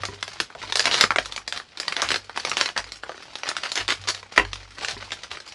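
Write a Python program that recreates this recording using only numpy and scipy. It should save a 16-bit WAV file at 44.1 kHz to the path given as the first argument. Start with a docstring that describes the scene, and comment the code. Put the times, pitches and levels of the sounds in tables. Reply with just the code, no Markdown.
"""At a wooden table in a small room, a close, almost mono recording position hears two hands peel a foil
and paper wrapper off a chocolate bar. Rustle and soft taps come first, then the hardest snaps crowd
together near 1 s. Single snaps, a few dull finger taps and dense crackles follow, all clicks shaped by
a patch filter, over sliding rustle and soft table booms from two decaying sines. Near 4.4 s the bar
knocks hard, its modes ringing; smaller snaps trail off. Room echoes and steady noise run throughout."""
import sys
import numpy as np
from scipy import signal
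from scipy.fft import rfft, irfft
from scipy.io import wavfile

SR = 44100
rng = np.random.default_rng(int(sys.argv[2]) if len(sys.argv) > 2 else 0)


def log_audio(samples):
    """Write samples as a 16-bit WAV file to the path given in sys.argv[1]."""
    # one column per channel
    frames = np.atleast_2d(samples).T
    # limit to full scale, then quantise
    limited = np.clip(frames, -1, 1)
    pcm = np.round(limited * 32767).astype(np.int16)
    wavfile.write(sys.argv[1], SR, pcm)


N = 244525
TIME = np.arange(N) / SR  # seconds

# creases snapping over, with a few dull low finger taps among them:
# start_s, level_db (rms of the first 6 ms), pitch_hz (of the patch filter)
SNAP_EVENTS = [(.035, -22.5, 1600), (.053, -25, 4280), (.227, -22, 3060), (.279, -31, 3000),
               (0.334, -41, 1530), (0.4011, -17, 3320), (.501, -38.5, 1430), (.55, -34, 810),
               (0.6355, -31, 1020), (.691, -41, 1700), (.7231, -19, 3250), (0.756, -16, 4870),
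               (0.771, -20, 4900), (0.7944, -14, 4370), (.804, -18.5, 2800), (0.8555, -15, 3250),
               (0.8761, -23.5, 2250), (0.9129, -20.5, 2480), (.9361, -28, 3130), (0.9427, -17, 3170),
               (1.0101, -8.5, 4270), (1.0392, -13, 1920), (1.1064, -14, 1460), (1.1188, -24, 1710),
               (1.1597, -16, 1940), (1.185, -15, 2200), (1.1868, -20, 1930), (1.2576, -29.5, 4440),
               (1.3226, -28, 3780), (1.3626, -27, 4600), (1.378, -27.5, 2300), (1.4777, -25, 4730),
               (1.524, -23, 3900), (1.575, -28.5, 4300), (1.5994, -31.5, 1580), (1.773, -31.5, 3380),
               (1.7999, -23.5, 5560), (1.8302, -33.5, 2400), (1.8806, -20.5, 2900), (1.9237, -22.5, 3200),
               (1.966, -20.5, 3150), (2.019, -19.5, 6050), (2.0884, -22, 3770), (2.105, -19.5, 4000),
               (2.1166, -17, 3220), (2.143, -20, 3060), (2.159, -21, 3200), (2.2948, -30.5, 1830),
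               (2.3746, -21, 2650), (2.45, -20, 3080), (2.472, -26.5, 2800), (2.4957, -27, 6960),
               (2.515, -19, 2020), (2.5697, -18.5, 2800), (2.611, -13, 3230), (2.6583, -21.5, 3530),
               (2.689, -27.5, 2680), (2.7633, -25.5, 1400), (2.7767, -20, 3720), (2.842, -35.5, 3020),
               (2.9202, -30.5, 5130), (3.035, -28, 1700), (3.0936, -28, 1040), (3.118, -36, 1590),
               (3.144, -39, 1300), (3.178, -39.5, 2000), (3.3547, -27.5, 3070), (3.434, -25.5, 2430),
               (3.4889, -22.5, 5300), (3.515, -28, 1400), (3.5665, -21, 3100), (3.6352, -25, 3620),
               (3.718, -23, 4470), (3.7556, -23.5, 4700), (3.7757, -22, 3620), (3.8798, -22, 4500),
               (3.9041, -19, 3080), (4.039, -37.5, 3930), (4.0869, -19.5, 5340), (4.147, -29.5, 3700),
               (4.1765, -41, 3080), (4.2289, -37, 2000), (4.363, -28.5, 2980), (4.3773, -11.5, 1710),
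               (4.45, -31.5, 1900), (4.5315, -25.5, 3500), (4.557, -34, 3160), (4.783, -33.5, 2640),
               (4.8476, -22, 3500), (4.884, -24, 3800), (5.026, -33, 2200), (5.1053, -34, 2400),
               (5.1185, -25, 3500), (5.234, -33.5, 3630), (5.3147, -28.5, 3140), (5.3719, -33, 1900),
               (5.4016, -36, 4200), (5.4775, -38.5, 5100), (5.5221, -37.5, 3240)]


def snaps_and_taps(ring_t60=0.018, ring_db=1, shiver_t60=0.11, shiver_db=-9,
                   softening=0.21, firm_db=-17, travel_s=0.00123, size=3072):
    """Creases snap, a few fingers tap: a sharp pulse, short bounces and a longer shiver in a patch filter."""
    out = np.zeros(N)
    attack = TIME[:size] < 0.006
    for start_s, level_db, pitch_hz in SNAP_EVENTS:
        bounces = undb(ring_db) * burst(size, 9000, ring_t60)
        shiver = undb(shiver_db) * burst(size, 2000, shiver_t60)
        push = bounces + shiver
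        # firm events start at once, weak ones more gradually
        push[0] = rng.choice([-1, 1]) * undb(softening * (level_db - firm_db))
        # each event draws its own travel time, up to travel_s, and its own resonances
        push = disperse(push, travel_s * rng.random())
        snap = colour(push, patch_spectrum(pitch_hz), ripple_db=4)
        add(out, start_s, undb(level_db) * snap / rms(snap[attack]))
    return out


# runs of tiny creases giving way together: start_s, length_s, level_db (before the mix), pitch_hz
CRUMPLE_EVENTS = [(0.749, 0.038, -38, 3400), (0.867, 0.011, -18.5, 2270), (0.911, 0.076, -23.5, 3560),
                  (0.997, 0.046, -20.5, 3200), (1.975, 0.034, -30, 1920), (2.02, 0.021, -22, 1480),
                  (2.037, .126, -33.5, 2590), (2.57, 0.062, -26.5, 2960), (2.765, 0.033, -29, 1890),
                  (3.468, 0.04, -30.5, 2400), (3.633, 0.03, -28.5, 2860), (3.765, 0.047, -25, 2630),
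                  (3.887, 0.041, -22.5, 3070), (4.074, 0.03, -24.5, 4300), (4.358, 0.012, -30.5, 3460),
                  (4.823, 0.012, -35, 4500), (4.891, 0.026, -33, 3880), (5.124, .008, -30.5, 3370)]


def crumples(release_t60=0.071, size=16384):
    """An avalanche of tiny creases lasts while the fingers pull, then dies away."""
    out, t = np.zeros(N), TIME[:size]
    for start_s, length_s, level_db, pitch_hz in CRUMPLE_EVENTS:
        clicks = grains(size, 2000, 4.4)
        crackle = colour(clicks, patch_spectrum(pitch_hz), ripple_db=3)
        release = fade(np.maximum(t - length_s, 0), release_t60)
        add(out, start_s, undb(level_db) * crackle / rms(crackle) * release)
    return out


# colour of the foil that all patches share: freq_hz, level_db
FOIL_COLOUR = [(60, -14), (180, -6), (370, 2.5), (700, 0.5), (1450, 2.5), (2700, -2.5), (4800, 0),
               (6700, -5.5), (11000, -13.5)]
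PATCH_RISE_DB_PER_OCT, PATCH_FALL_DB_PER_OCT = 3.5, 10  # slopes below and above the patch's pitch
PATCH_RING_DB, PATCH_RING_OCT = 1, 0.22  # height and width of the extra peak at that pitch


def patch_spectrum(pitch_hz, count=40):
    """A patch radiates best at its own pitch, less below and much less above."""
    foil_hz, foil_db = np.transpose(FOIL_COLOUR)
    hz = np.geomspace(foil_hz[0], foil_hz[-1], count)
    shared_db = np.interp(np.log(hz), np.log(foil_hz), foil_db)
    octaves = np.log2(hz / pitch_hz)
    slopes_db = np.minimum(PATCH_RISE_DB_PER_OCT * octaves, -PATCH_FALL_DB_PER_OCT * octaves)
    ring_db = PATCH_RING_DB * np.exp(-(octaves / PATCH_RING_OCT) ** 2)
    return np.transpose([hz, shared_db + slopes_db + ring_db])


# colour of the sliding sheet: freq_hz, level_db (relative)
SHEET_COLOUR = [(100, -4.5), (350, -6.5), (700, -0.5), (1500, -4.5), (2800, 0), (4900, -2.5), (7000, -14),
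                (11000, -31)]
TICK_LOW_HZ, TICK_HIGH_HZ = 1390, 5500  # range of the patches that tick as the sheet slides


def slide(tick_db=2, tick_t60=0.037, count=16, size=1024):
    """Foil rubs on skin and chocolate: fine rustle and ticks from many patches, both following the motion."""
    rustle = colour(grains(N, 1500, 3.9), SHEET_COLOUR)
    ticks = np.zeros(N)
    for pitch_hz in np.geomspace(TICK_LOW_HZ, TICK_HIGH_HZ, count):
        patch = colour(burst(size, SR / 4, tick_t60), patch_spectrum(pitch_hz), ripple_db=6)
        ticks += signal.oaconvolve(grains(N, 4, 2.7), patch / rms(patch))[:N]
    return (rustle / rms(rustle) + undb(tick_db) * ticks / rms(ticks)) * motion()


# pulls of the fingers that slide the sheet along: start_s, length_s, level_db (before the mix)
PULL_EVENTS = [(0, 0.14, -41), (.26, .16, -44.5), (0.577, 0.12, -38.5), (0.781, 0.26, -33),
               (1.2, 0.16, -44), (1.528, 0.05, -36.5), (1.77, 0.41, -39.5), (2.349, 0.36, -36.5),
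               (2.772, .2, -50), (3.055, 0.54, -47), (3.437, 0.4, -39.5), (3.868, 0.32, -44.5),
               (4.31, 0.06, -42), (4.515, 0.14, -48), (4.773, 0.17, -36), (4.967, 0.29, -43.5),
               (5.296, 0.055, -37.5), (5.453, 0.12, -47.5)]
PULL_ATTACK_S, PULL_RELEASE_T60_S = 0.012, 0.15
HOLDING_DB = -51  # before the mix; the sheet still stirs faintly while it is only held


def motion():
    """How strongly the sheet slides: each pull takes hold, lasts and lets go; their powers add."""
    power = undb(HOLDING_DB) ** 2
    for start_s, length_s, level_db in PULL_EVENTS:
        attack = np.clip((TIME - start_s) / PULL_ATTACK_S, 0, 1)
        release = fade(np.clip(TIME - start_s - length_s, 0, 2), PULL_RELEASE_T60_S)
        power = power + (undb(level_db) * attack * release) ** 2
    return np.sqrt(power)


# the bar knocking and settling: start_s, level_db (before a final halving),
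# contact_hz (above it the contact is too soft to excite the bar)
KNOCK_EVENTS = [(.087, -24.5, 590), (0.13, -27.5, 420), (4.3775, -19, 4930), (4.3971, -20, 1860),
                (4.967, -32.5, 800)]
# what the bar and table top ring with: freq_hz (before a slight random detune), level_db (relative), t60_s
BAR_MODES = [(330, -23, .13), (406, -2.5, 0.12), (979, 6, .07), (1570, -12, 0.074), (1940, 21, 0.02),
             (1830, 2, 0.049), (2700, 12, 0.012)]


def knocks(detune=0.0016, clatter_db=-3, clatter_t60=0.1, hard_hz=1800):
    """The bar rings with the table top and clatters in its wrapper; soft contacts reach only low modes."""
    out, t = np.zeros(N), TIME[:SR // 4]
    clatter_colour = [(170, -12.5), (310, -1), (600, -6.5), (1000, -2),
                      (1700, -10), (2900, 6), (6000, -42)]  # freq_hz, level_db
    for start_s, level_db, contact_hz in KNOCK_EVENTS:
        ring = np.zeros(len(t))
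        for hz, mode_db, t60 in BAR_MODES:
            mode_hz = hz * (1 + detune * rng.standard_normal())
            sign = rng.choice([-1, 1])
            ring += undb(mode_db) * sign * np.sin(2 * np.pi * mode_hz * t) * fade(t, t60)
        clatter = colour(burst(len(t), 9000, clatter_t60), clatter_colour)
        hardness = min(contact_hz / hard_hz, 1)
        blow = ring + undb(clatter_db) * hardness * clatter * rms(ring) / rms(clatter)
        contact = signal.butter(2, min(contact_hz, SR / 4), fs=SR, output="sos")
        add(out, start_s, undb(level_db) * signal.sosfilt(contact, blow) / 2)
    return out


# hands and bar pressing on the table: start_s, low_mode_db, high_mode_db
BUMP_EVENTS = [(.005, -55, -37), (0.634, -48, -45), (1.031, -49, -42), (1.194, -43, -56), (2.031, -45, -42),
               (2.775, -42.5, -48), (3.793, -42, -41), (3.99, -63, -40.5), (4.382, -30, -43),
               (4.434, -64, -40), (4.933, -44, -42)]
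# the two low modes of the table: freq_hz, t60_s
TABLE_MODES = [(50, 1), (97.5, 1)]


def table(push_s=0.0025):
    """Soft bumps swing the table top in its two lowest modes."""
    out, t = np.zeros(N), TIME[:SR]
    onset = 1 - np.exp(-t / push_s)
    for start_s, *levels_db in BUMP_EVENTS:
        for (hz, t60), level_db in zip(TABLE_MODES, levels_db):
            boom = np.sin(2 * np.pi * hz * t) * fade(t, t60) * onset
            add(out, start_s, undb(level_db) * boom)
    return out


ROOM_T60_S, ROOM_DB = 0.13, -5.5


def room(x, count=110):
    """Table, board and walls echo in a short, bright tail, with a fresh random pattern per short stretch."""
    out, start = np.zeros(N), 0
    echo_colour = [(130, 8), (400, 0.0), (3200, -4.5), (5500, 4.0), (11000, 7.5)]  # freq_hz, level_db
    for stretch in np.array_split(x, count):
        echoes = colour(burst(SR // 4, SR / 4, ROOM_T60_S), echo_colour)
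        add(out, start / SR, signal.fftconvolve(stretch, echoes))
        start += len(stretch)
    return undb(ROOM_DB) * out


# steady room noise and hiss: freq_hz, level_db (relative)
AIR_COLOUR = [(25, -19), (50, 22), (130, 13.5), (300, 11.5), (900, 8.5), (3200, 3), (4900, -31),
              (6500, -45), (11000, -64)]
AIR_DB = -59


def air():
    """Steady room noise and hiss: coloured white noise at rms 1."""
    noise = colour(rng.standard_normal(N), AIR_COLOUR)
    return noise / rms(noise)


def burst(size, per_s, t60):
    """A dying shower of tiny clicks with unit energy."""
    x = grains(size, per_s, 4.0) * fade(TIME[:size], t60)
    return x / np.linalg.norm(x)


def grains(n, per_s, spread_db):
    """Random tiny clicks of either sign, a few much larger than the rest; rms 1."""
    size_db = spread_db * np.minimum(rng.standard_exponential(n), np.pi)
    hits = rng.random(n) < per_s / SR
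    x = hits * rng.choice([-1, 1], n) * undb(size_db)
    return x / rms(x)


def disperse(x, lag_s):
    """Bending waves carry treble faster than bass; lag_s is their travel time at 1 kHz."""
    hz = np.arange(len(x) + 1) * SR / (2 * len(x))
    phase = -4 * np.pi * lag_s * np.sqrt(1000 * hz)
    return irfft(rfft(x, 2 * len(x)) * np.exp(1j * phase))[:len(x)]


def colour(x, points, ripple_db=0, size=1024):
    """Minimum-phase filter through (Hz, dB) points keeps attacks sharp; ripple adds random resonances."""
    hz, db = np.transpose(points)
    bins = np.maximum(np.arange(size // 2 + 1) * SR / size, 1)
    ripple = np.interp(bins, np.linspace(0, SR / 2, 64), rng.uniform(-1, 1, 64))
    gain_db = np.interp(np.log(bins), np.log(hz), db) + ripple_db * ripple
    # folding the cepstrum makes the filter causal
    cepstrum = irfft(np.log(undb(gain_db)))
    cepstrum[1:size // 2] *= 2
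    cepstrum[size // 2 + 1:] = 0
    impulse = irfft(np.exp(rfft(cepstrum)))
    return signal.fftconvolve(x, impulse)[:len(x)]


def undb(db):
    """Decibels to gain."""
    return 10 ** (np.asarray(db) / 20)


def rms(x):
    """Root mean square."""
    return np.sqrt(np.mean(x ** 2) + 1e-18)


def fade(t, t60):
    """Exponential decay, 60 dB down after t60."""
    return np.exp(-np.log(1000) * t / t60)


def add(out, start_s, x):
    """Mix x into out from start_s."""
    i = int(np.clip(start_s * SR, 0, N - 1))
    out[i:i + len(x)] += x[:N - i]


def scene(snap_db=0, crumple_db=-1, slide_db=-5, treble_width=0.0215, apart_db=-20):
    """Wrapper, bar and table in the room, as an almost mono image."""
    wrapper = undb(snap_db) * snaps_and_taps() + undb(crumple_db) * crumples() + undb(slide_db) * slide()
    near = wrapper + knocks()
    mid = near + room(near) + table() + undb(AIR_DB) * air()
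    # a faint treble-weighted difference and a little separate noise widen the image slightly
    treble_difference = treble_width * np.gradient(mid)
    side = treble_difference + undb(AIR_DB + apart_db) * air()
    return np.array([mid + side, mid - side])


TOP_HZ = 11200


def record(dry):
    """The microphone drops the deepest bass, peaks beyond full scale clip, and the top is cut."""
    bass_cut = signal.butter(2, 38, "high", fs=SR, output="sos")
    top_cut = signal.ellip(10, 0.2, 70, TOP_HZ, fs=SR, output="sos")
    lean = signal.sosfilt(bass_cut, dry)
    return signal.sosfilt(top_cut, np.clip(lean, -1, 1))


dry = scene()
out = record(dry)
log_audio(out)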